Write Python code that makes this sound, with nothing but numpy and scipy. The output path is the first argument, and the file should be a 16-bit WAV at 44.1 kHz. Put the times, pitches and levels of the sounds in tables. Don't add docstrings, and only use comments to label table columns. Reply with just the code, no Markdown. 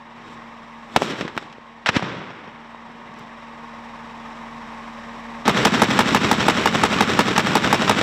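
import sys
import numpy as np
from scipy import signal
from scipy.fft import rfft, irfft
from scipy.io import wavfile

SR = 44100
rng = np.random.default_rng(int(sys.argv[2]) if len(sys.argv) > 2 else 0)


def materialize(psi):
    bounded = np.clip(np.atleast_2d(psi).T, -1, 1)
    quanta = np.round(bounded * 32767).astype(np.int16)
    wavfile.write(sys.argv[1], SR, quanta)


def natural_amplitude(level_db):
    exponent = np.asarray(level_db, float) / 20
    return 10 ** exponent


N = 353682


def rms_one(x):
    return x / np.sqrt(np.mean(x ** 2) + 1e-20)


def band(x, low_hz, high_hz, order=2):
    edges_hz = [low_hz, min(high_hz, .45 * SR)]
    return signal.sosfilt(signal.butter(order, edges_hz, "band", fs=SR, output="sos"), x)


def peaks(x, resonances):
    for hz, width_hz, db in resonances:
        r = np.exp(-np.pi * width_hz / SR)
        top = [(1 - r * r) / 2, 0, (r * r - 1) / 2]
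        bottom = [1, -2 * r * np.cos(2 * np.pi * hz / SR), r * r]
        x = x + (natural_amplitude(db) - 1) * signal.lfilter(top, bottom, x)
    return x


def coloured(spectrum, size):
    hz, db = np.transpose(spectrum)
    log_hz = np.log(np.maximum(np.fft.rfftfreq(size, 1 / SR), 1))
    tilt = natural_amplitude(np.interp(log_hz, np.log(hz), db))
    return rms_one(irfft(rfft(rng.standard_normal(size)) * tilt, size))


def drift(rate_hz, size):
    r = np.exp(-2 * np.pi * rate_hz / SR)
    return rms_one(signal.lfilter([1], [1, -2 * r, r * r], rng.standard_normal(size + SR))[SR:])


def add(out, s, sound):
    i = round(s * SR)
    out[i:i + len(sound)] += sound[:len(out) - i]


def blast(length_ms):
    u = np.arange(int(length_ms * SR / 1000) + 2) * 1000 / (length_ms * SR)
    return np.sin(2 * np.pi * np.minimum(u, 1) ** .75)


def fading(t60_s, size):
    return np.exp(-np.log(1000) * np.arange(size) / SR / t60_s)


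def swells(t, peak_s, db, rise_s, fall_s):
    late = t[:, None] - peak_s
    rising, falling = -late / np.maximum(rise_s, 1e-4), late / np.maximum(fall_s, 1e-3)
    down = np.where(late < 0, rising, falling)
    return np.sqrt(np.sum(natural_amplitude(db - 20 * np.minimum(down, 10)) ** 2, axis=1))


# (f/Hz, level/dB per Hz)
SCATTER_COLOUR = [(24, -70), (40, -3.5), (220, 6), (697, -10.5), (1180, -6.5), (3560, -13.5), (4570, -23),
                  (5580, -26.5), (7730, -31), (8770, -39.5), (13800, -47.5), (16000, -69)]
ROUND_S = [5.4788, 5.6531, 5.8188, 5.9904, 6.1472, 6.3135, 6.4829, 6.6578, 6.8358, 7.0074, 7.1907, 7.3792,
           7.5535, 7.7275, 7.8952]
# (blast level/dB, far wall level/dB)
ROUND_DB = [(-1.5, -5), (-0.2, -5), (1.3, -6), (0, -10), (-2, -22), (-1.6, -8), (-1.5, -5), (-3.2, 0.5),
            (-3.5, -0.5), (-2.2, -1), (-2, -1), (-2, 3.5), (-2.5, -1.5), (-1.7, -4), (-2.5, -1)]
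PATH_MS = [.08, .9, 2.45, 3.3, 4.3, 7.0, 8.5, 13.4, 15.95, 17.7, 23.7, 91.1]
PULSE_MS = [.75, 1.25, .75, 1.1, 1.5, 1.2, 3.0, 1.8, .7, 1.5, 1.0, .8]
PATH_DB = [2.5, -1, -2, -3, -5, -10, -8, -14, -3, -12, -8, -2]
CRACK_DB = [-6.5, -28, -12, -29, -17, -31, -29, -23, -18.5, -35, -21, -27]
# (t/s after blast, level/dB, bass against treble/dB, 20 dB rise t/s, 20 dB fall t/s)
SCATTER = [
    (-.022, -28.5, -4, .006, .11),
    (.003, -19, -12, .006, .02),
    (.0165, -20, -12, .003, .012),
    (.024, -24, -6, .003, .025),
    (.034, -33, 2, .015, .012),
    (.082, -27, -9, .05, .11),
    (.092, -21.5, -4, .003, .035),
    (.12, -28, -3, .05, .33),
]


def heavy_gun(repeat=0.73, grain_db=3.0):
    out, size, lead_s = np.zeros(N + SR), int(.55 * SR), .03
    s, high_db, bass_db, rise_s, fall_s = np.transpose(SCATTER)
    t = np.arange(size) / SR - lead_s
    low_shape = swells(t, s, high_db + bass_db, rise_s, fall_s)
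    high_shape = swells(t, s, high_db, rise_s, fall_s)
    same = coloured(SCATTER_COLOUR, size) * natural_amplitude(grain_db * drift(180, size))
    push_t = np.arange(2000) / SR
    swing = push_t / .0045
    push = np.sin(2 * np.pi * 208 * push_t - 3.6) * swing * np.exp(1 - swing)
    push_db, echo_s, echo_db = -13, .0691, 1
    for at, (db, wall_db) in zip(ROUND_S, ROUND_DB):
        gain = natural_amplitude(db - 2.5)
        for delay_ms, length_ms, path_db, crack_db in zip(PATH_MS, PULSE_MS, PATH_DB, CRACK_DB):
            wobble = rng.normal(0, 1, 3)
            late = at + delay_ms / 1000 + 4e-5 * wobble[0]
            if delay_ms == PATH_MS[-1]:
                gain = gain * natural_amplitude(wall_db)
            pulse = blast(length_ms * (1 + .08 * wobble[2]))
            add(out, late, gain * natural_amplitude(path_db + 1.2 * wobble[1]) * pulse)
            crack = rng.standard_normal(1200) * fading(.01, 1200)
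            add(out, late, gain * natural_amplitude(crack_db) * band(crack, 2200, 7500, order=1))
        add(out, at + .0001, natural_amplitude(db + push_db) * push)
        short_push = push * np.exp(-push_t / .012)
        add(out, at + echo_s, natural_amplitude(db + push_db + echo_db) * short_push)
        fresh = coloured(SCATTER_COLOUR, size) * natural_amplitude(grain_db * drift(188, size))
        scatter = rms_one(repeat * same + fresh)
        low = band(scatter, 30, 700)
        add(out, at - lead_s, natural_amplitude(8.5) * (low * low_shape + (scatter - low) * high_shape))
    return out[:N]


# (t/s, N wave level/dB, N wave t/ms, crack level/dB, bright edge level/dB)
SHOTS = [(0.938, -34, 1.1, -45, -55), (0.9617, -3, 1.2, -10, -31), (.963, 4.5, 1.03, -25, -18),
         (0.9641, -6, 0.93, -11.5, -14), (1.0202, -5.5, 1.3, -19, -28), (1.366, -22.5, 3.8, -31, -47),
         (1.3769, -8, 0.63, -19.5, -28), (1.892, -7.5, 1.4, -19, -34), (1.9659, -14, 0.29, -21, -52),
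         (3.14, -37, 0.92, -54, -52), (3.187, -40, .9, -43, -46), (3.194, -50, .9, -46, -48),
         (5.6504, -2, 0.28, -8.5, -37), (6.987, -13, 0.52, -17, -44), (7.362, -17, 0.61, -10.5, -31),
         (7.878, -22, 0.43, -12.5, -42)]
# (t/s, N wave level/dB, N wave t/ms, crack level/dB)
SLAPS = [(0.9707, -9.5, 1.57, -41), (.974, -14, 3.2, -45), (1.015, -18, 1.8, -44),
         (1.0272, -14.5, 2.2, -30), (1.19, -23, 2.1, -34), (1.2098, -16, 2.3, -20.5),
         (1.226, -19, 2.6, -47), (1.251, -21, 2.7, -36), (1.279, -15, 0.65, -28.5), (1.353, -39.5, .8, -42),
         (1.426, -28, 0.98, -37), (1.498, -38, 1.1, -46), (1.527, -37, .32, -37.5), (1.583, -30.5, 2, -54),
         (1.892, -13, 3.8, -28), (1.9663, -7.5, 4.6, -20), (1.995, -14, 1, -33), (2.025, -12, 1.23, -28),
         (2.028, -23, 6.1, -35), (2.159, -30, 6.9, -46), (2.216, -24, 1.9, -49), (2.304, -24, 1.3, -39),
         (2.442, -31, 1.4, -47), (2.747, -26, 1.05, -52.5)]


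def rifles():
    out, size = np.zeros(N), 8192
    shot_t60_s, slap_t60_s = 0.042, 0.05
    near = [(*row, shot_t60_s) for row in SHOTS]
    far = [(*row, -61 + 1.3 * (row[-1] + 30), slap_t60_s) for row in SLAPS]
    for at, wave_db, length_ms, crack_db, edge_db, t60_s in near + far:
        noise, fade = coloured(SCATTER_COLOUR, size), fading(t60_s, size)
        top_hz = min(16000 * natural_amplitude(.6 * wave_db), 16000)
        wave = band(np.pad(blast(length_ms), (0, 400)), 20, top_hz)
        add(out, at, natural_amplitude(wave_db) * wave)
        add(out, at, natural_amplitude(crack_db) * rms_one(band(noise, 570, 6600)) * fade)
        add(out, at, natural_amplitude(edge_db) * rms_one(band(noise, 4300, 15000)) * fade ** 2)
    return out


# (loudest t/s, level/dB, 20 dB rise t/s, 20 dB fall t/s)
CRACKLE = [
    (1.861, -14.5, .0008, .02),
    (1.868, -16, .006, .025),
    (1.891, -10, .012, .011),
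    (1.965, -19, .03, .045),
]


def crackle(per_s=5400.0, spread_db=3.5):
    out, t = np.zeros(N), np.arange(1.85, 2.05, 1 / SR)
    sizes = natural_amplitude(spread_db * np.minimum(rng.exponential(1, len(t)), 4))
    sizes = sizes * rng.choice([-1, 1], len(t))
    happens = rng.random(len(t)) < per_s / SR
    snaps = band(band(sizes * happens, 600, 3020), 370, 3400, order=1)
    add(out, t[0], swells(t, *np.transpose(CRACKLE)) * rms_one(snaps))
    return out


# (loudest t/s, level/dB, dullness/dB, 20 dB rise t/s, 20 dB fall t/s)
ROLLS = [(.28, -47.5, 12, 0.3, 0.4), (.345, -57, -2, 0.2, .07), (0.974, -38, 6, 0.0639, 0.1),
         (1.035, -34, -0.5, 0.1057, 0.22), (1.109, -32.5, 1.2, 0.13, 0.12), (1.2, -37.5, 1.5, 0.11, 0.24),
         (1.3, -35, 12, -0.23, -0.04), (1.42, -49.5, 2, 0.2, 0.37), (1.898, -28, 3, -0.02, -0.08),
         (1.972, -26.5, 4.5, 0.08, -0.03), (2.033, -33, 8, 0.08, 0.5649), (2.474, -39, 17, -0.05, 0.03),
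         (2.9, -51, 21, 0.2, 0.9), (3.19, -50, 4, 0.13, 0.3), (5.454, -25.5, 7, -0.003, 0.23),
         (5.59, -27, 2, .06, 0.22)]
# (level/dB, share of dullness [ratio], speed of fall [ratio])
ROLL_BANDS = [(1, 0.014, 1.14), (0.7, 0.023, 1.24), (0.7, 0.018, 0.86), (-2.8, 0.57, 1.6), (-9.5, 2.9, 2.8)]


def rolls(grain_db=1.2):
    s, db, dull_db, rise_s, fall_s = np.transpose(ROLLS)
    out, t, lumps = 0, np.arange(N) / SR, natural_amplitude(grain_db * drift(115, N))
    coarse_t = t[::32]
    edges_hz = [(70, 330), (330, 700), (700, 2800), (2800, 6200), (6200, 15500)]
    for (low_hz, high_hz), (band_db, share, speed) in zip(edges_hz, ROLL_BANDS):
        shape = swells(coarse_t, s, db + band_db - share * dull_db, rise_s, fall_s / speed)
        noise = rms_one(band(coloured(SCATTER_COLOUR, N), low_hz, high_hz))
        out = out + np.interp(t, coarse_t, shape) * noise
    return out * lumps


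# (t/s, level/dB)
ENGINE = [(0, -44.5), (.4, -41), (1.4, -42), (1.55, -44.5), (2.3, -43.5), (3.0, -42), (3.8, -39),
          (4.6, -37), (5.44, -36), (8.02, -49)]
# (multiple of firing rate [count], level/dB)
ORDERS_DB = [(1, -22), (2, -28), (3, -25), (4, -21), (6, -6), (8, -25.5), (12, -22.5)]
# (f/Hz, level/dB per Hz)
CLATTER = [(30, -33), (60, -22), (110, -21), (200, -18), (300, -19), (520, -19.5), (750, -12), (1000, -11),
           (1400, -19.5), (2000, -18.5), (3800, -27.5), (4150, -33), (8000, -47), (9000, -53),
           (13000, -57.5), (16000, -80)]
# (f/Hz, width f/Hz, level/dB)
HULL = [(149, 42, 4), (227, 35, 8), (470, 16, 8), (575, 33, 7), (918, 83, 6), (1077, 22, 8.5),
        (1139, 22, 7.5), (1245, 25, 7), (1800, 540, 5)]


def engine():
    t = np.arange(N) / SR
    clatter_db = np.interp(t, *np.transpose(ENGINE))
    loud_s, duck_db, recover_s = [0.99, 2.2, *ROUND_S], 29, 0.28
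    duck = np.max([(t > s) * np.clip(1 - (t - s) / recover_s, 0, 1) for s in loud_s], axis=0)
    hum_db = -42 + 1.3 * (clatter_db + 42) - duck_db * duck
    firing_hz = 38.57 * (1 + 0.00217 * drift(1.37, N))
    turn = 2 * np.pi * np.cumsum(firing_hz) / SR
    hum = np.zeros(N)
    for k, db in ORDERS_DB:
        hum += np.sqrt(2) * natural_amplitude(db + 0.29 * drift(0.91, N)) * np.sin(k * turn + k * k)
    throb = natural_amplitude(0.24 * np.sin(turn) + 1.0 * np.sin(turn / 2) + 0.46 * drift(24, N))
    clatter = rms_one(peaks(coloured(CLATTER, N), HULL) * throb)
    air = band(clatter, 4100, 17000)
    clatter = clatter + (natural_amplitude(0.36 * (clatter_db + 43.5)) - 1) * air
    return natural_amplitude(hum_db) * hum + natural_amplitude(clatter_db) * clatter


def scene():
    guns = band(heavy_gun() + rifles() + crackle() + rolls(), 105, 18000)
    return (guns + engine())[None]


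def low_pass(x):
    return signal.sosfilt(signal.butter(12, 16510, fs=SR, output="sos"), x)


# (f/Hz, width f/Hz, level/dB)
MICROPHONE = [(3816, 62, 4.5), (5500, 520, 7), (7650, 400, 6), (11000, 640, -6)]


def record(dry):
    ceiling = .8
    level = peaks(dry, MICROPHONE) / ceiling
    limited = ceiling * level / (1 + level ** 4) ** .25
    mix = signal.sosfilt(signal.butter(12, 15400, fs=SR, output="sos"), limited)
    return low_pass(mix)


dry = scene()
out = record(dry)
materialize(out)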